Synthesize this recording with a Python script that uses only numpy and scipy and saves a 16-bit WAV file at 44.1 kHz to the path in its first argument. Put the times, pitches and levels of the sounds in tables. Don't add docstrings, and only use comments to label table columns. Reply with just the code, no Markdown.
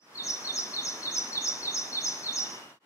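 import sys
import numpy as np
from scipy import signal
from scipy.fft import rfft, irfft
from scipy.io import wavfile
from scipy.ndimage import uniform_filter1d

SR = 44100
rng = np.random.default_rng(int(sys.argv[2]) if len(sys.argv) > 2 else 0)


def pcm_store(signal):
    levels = np.round(np.clip(np.atleast_2d(signal), -1, 1) * 32767)
    wavfile.write(sys.argv[1], SR, levels.astype(np.int16).T)


N = 125685
TAIL_FADE_S, TAIL_BUILD_S = .72, .015


def gain(db):
    return 10 ** (np.asarray(db) / 20)


def wander(per_second):
    step = max(int(SR / per_second), 1)
    targets = np.repeat(rng.standard_normal(N // step + 1), step)
    return 1.3 * uniform_filter1d(uniform_filter1d(targets, step), step)[:N]


def colour(sound, points):
    pitch_hz, level_db = np.array(points, float).T
    all_hz = np.maximum(np.fft.rfftfreq(N, 1 / SR), 1)
    curve_db = np.interp(np.log(all_hz), np.log(pitch_hz), level_db)
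    return irfft(rfft(sound) * gain(curve_db), N)


def outdoors():
    # pitch_hz, relative_db
    rumble_curve = [(15, -74.5), (25, -34), (43, -28), (151, -8.5), (257, -1.5), (359, -3), (523, -7),
                    (566, -4.5), (703, -6), (964, -3), (1580, -8.5), (1850, -9.5), (2540, -15.5),
                    (2800, -16), (3640, -43), (6160, -120)]
    # pitch_hz, relative_db
    hiss_curve = [(2500, -22), (3000, 2.5), (5000, -3.5), (8000, -7), (11000, -10.5), (15500, -14.5)]
    # pitch_hz, relative_db
    width_curve = [(60, -25), (125, -28), (250, -23.5), (500, -8), (1000, -5), (1600, 0), (2400, 2.5),
                   (4000, 3.5), (12000, -1.5)]

    def wide_noise(curve, level_db):
        shared, side = colour(rng.standard_normal((2, N)), curve)
        pair = shared + colour(side, width_curve) * np.array([[1], [-1]])
        return pair * gain(level_db) / np.std(pair)

    rumble = wide_noise(list(rumble_curve) + [(3300, -63)], level_db=-44)
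    swell_db = .47 * wander(per_second=5)
    return rumble * gain(swell_db) + wide_noise(hiss_curve, level_db=-52)


def whistle(shape, dive_s, note_db, shift_hz, rasp=0):
    t = np.arange(N) / SR - dive_s
    time_s, pitch_hz, level_db = np.array(shape, float).T
    waver = .006 + rasp * np.clip((-.016 - t) / .005, 0, 1)
    pitch = (np.interp(t, time_s, pitch_hz) + shift_hz) * (1 + waver * wander(per_second=450))
    on_off = np.clip(np.minimum(t - time_s[0], time_s[-1] - t) / .002 + 1, 0, 1)
    flutter_db = 1.5 * wander(per_second=450)
    loudness = on_off * gain(note_db + np.interp(t, time_s, level_db) + flutter_db)
    phase = 2 * np.pi * np.cumsum(pitch) / SR
    overtones = gain(-33) * np.sin(2 * phase) + gain(-30) * np.sin(3 * phase)
    return loudness * np.array([np.sin(phase), overtones])


def kingfisher():
    # time_s, pitch_hz, relative_db
    low_shape = [(-.036, 4450, -14), (-.024, 4230, -1), (-.020, 4050, -20), (-.014, 4350, -12),
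                 (-.007, 4450, 1), (-.001, 4150, 1.5), (.004, 3830, -5.5), (.013, 3680, -5.5),
                 (.026, 3600, 2.5), (.037, 3620, -9), (.043, 3650, -23.5)]
    # time_s, pitch_hz, relative_db
    high_shape = [(-.038, 5750, -19), (-.028, 5950, -11.5), (-.021, 6250, -14), (-.013, 6620, -11),
                  (-.004, 6520, -9), (.001, 6180, -1), (.006, 5620, -7), (.012, 5440, -13.5),
                  (.021, 5270, -1), (.028, 4950, -5), (.031, 4850, -29)]
    # time_s, pitch_hz, relative_db
    hold_shape = [(.029, 5600, -21.5), (.034, 5780, -1.5), (.040, 5840, -1.5), (.048, 5890, -11.5),
                  (.054, 5800, -24)]
    # dive_s, level_db, shift_hz
    low_notes = [(.1832, -31.5, 0.5), (.4768, -30.5, -21), (.7663, -30, 5), (1.0571, -30.5, 7.5),
                 (1.3563, -29, 12), (1.6559, -31.5, 31.5), (1.9562, -30, -14), (2.2692, -31, 9.5)]
    # dive_s, level_db, shift_hz, hold_db, hold_shift_hz
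    high_notes = [(-.024, -30.5, 5, -40, -53), (.2685, -27, 18.5, -24, -30), (.5593, -25.5, -20, -26, -21),
                  (.8521, -26.5, 30, -29, 29.5), (1.1455, -25, 1, -24, 22), (1.4463, -24, -3, -23.5, -69),
                  (1.7466, -24.5, 23, -26, 0.5), (2.0452, -24, 0, -27.5, 55),
                  (2.3597, -24.5, -24, -24, -110)]
    low = sum(whistle(low_shape, *note) for note in low_notes)
    high = np.zeros((2, N))
    for dive_s, level_db, shift_hz, hold_db, hold_shift_hz in high_notes:
        high += whistle(high_shape, dive_s, level_db, shift_hz, rasp=.035)
        high += whistle(hold_shape, dive_s, hold_db, hold_shift_hz)
    return high + low * gain([[0], [-10]])


def from_left(sound, delay_s=.000147):
    delay = np.exp(-2j * np.pi * np.fft.rfftfreq(N, 1 / SR) * delay_s)
    return np.array([sound, irfft(rfft(sound) * delay, N)])


def scatter(sound, level_db, fade_s, build_s):
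    t = np.arange(N) / SR
    shape = np.exp(-np.log(1000) * t / fade_s) * (1 - np.exp(-t / build_s))
    left_share = .6
    leftward = np.sqrt(left_share) * from_left(rng.standard_normal(N))
    all_around = np.sqrt(1 - left_share) * rng.standard_normal((2, N))
    tiny_echoes = gain(level_db) * (leftward + all_around) * shape / np.sqrt(np.sum(shape ** 2))
    return signal.fftconvolve(sound[None], tiny_echoes, axes=1)[:, :N]


def surroundings(sound):
    # delay_s, left_db, right_db
    echoes = [(.0022, -24.5, -1.5), (.009, -9.5, -6), (.018, -15.5, -12), (.038, -17, -17.5),
              (.062, -23, -20), (.152, -15, -17.5)]
    direct = from_left(sound)
    bounces = np.zeros((2, N))
    for delay_s, left_db, right_db in echoes:
        delayed = np.pad(direct, ((0, 0), (int(delay_s * SR), 0)))[:, :N]
        bounces += gain([[left_db], [right_db]]) * delayed
    blur = scatter(sound, level_db=-2.5, fade_s=.13, build_s=.002)
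    tail = scatter(sound, level_db=-2, fade_s=TAIL_FADE_S, build_s=TAIL_BUILD_S)
    return direct + bounces + blur + tail


def far_bird():
    # start_s, end_s, from_hz, to_hz, level_db
    far_note = (2.32, 3, 2849.5, 3024.5, -49.5)
    start_s, end_s, from_hz, to_hz, level_db = far_note
    t = np.arange(N) / SR
    pitch = np.interp(t, [start_s, end_s], [from_hz, to_hz]) * (1 + .025 * wander(per_second=60))
    on_off = np.clip(np.minimum(t - start_s, end_s - t) / .02, 0, 1)
    tone = on_off * np.sin(2 * np.pi * np.cumsum(pitch) / SR)
    return scatter(tone, level_db, TAIL_FADE_S, TAIL_BUILD_S)


def scene():
    tone, overtones = kingfisher()
    calls = surroundings(tone + gain(-14) * overtones)
    beamed = from_left(overtones) * gain([[7.75], [-7.75]])
    return calls + beamed + far_bird() + outdoors()


def record(dry):
    # time_s, gain
    fade = [(0, .01), (.13, .36), (.27, 1), (2.53, 1), (2.7, .42), (2.795, .005), (2.85, .11)]
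    faded = dry * np.interp(np.arange(N) / SR, *np.array(fade).T)
    treble_cut = signal.ellip(10, .2, 70, 15700, fs=SR, output="sos")
    return signal.sosfilt(treble_cut, faded)


dry = scene()
out = record(dry)
pcm_store(out)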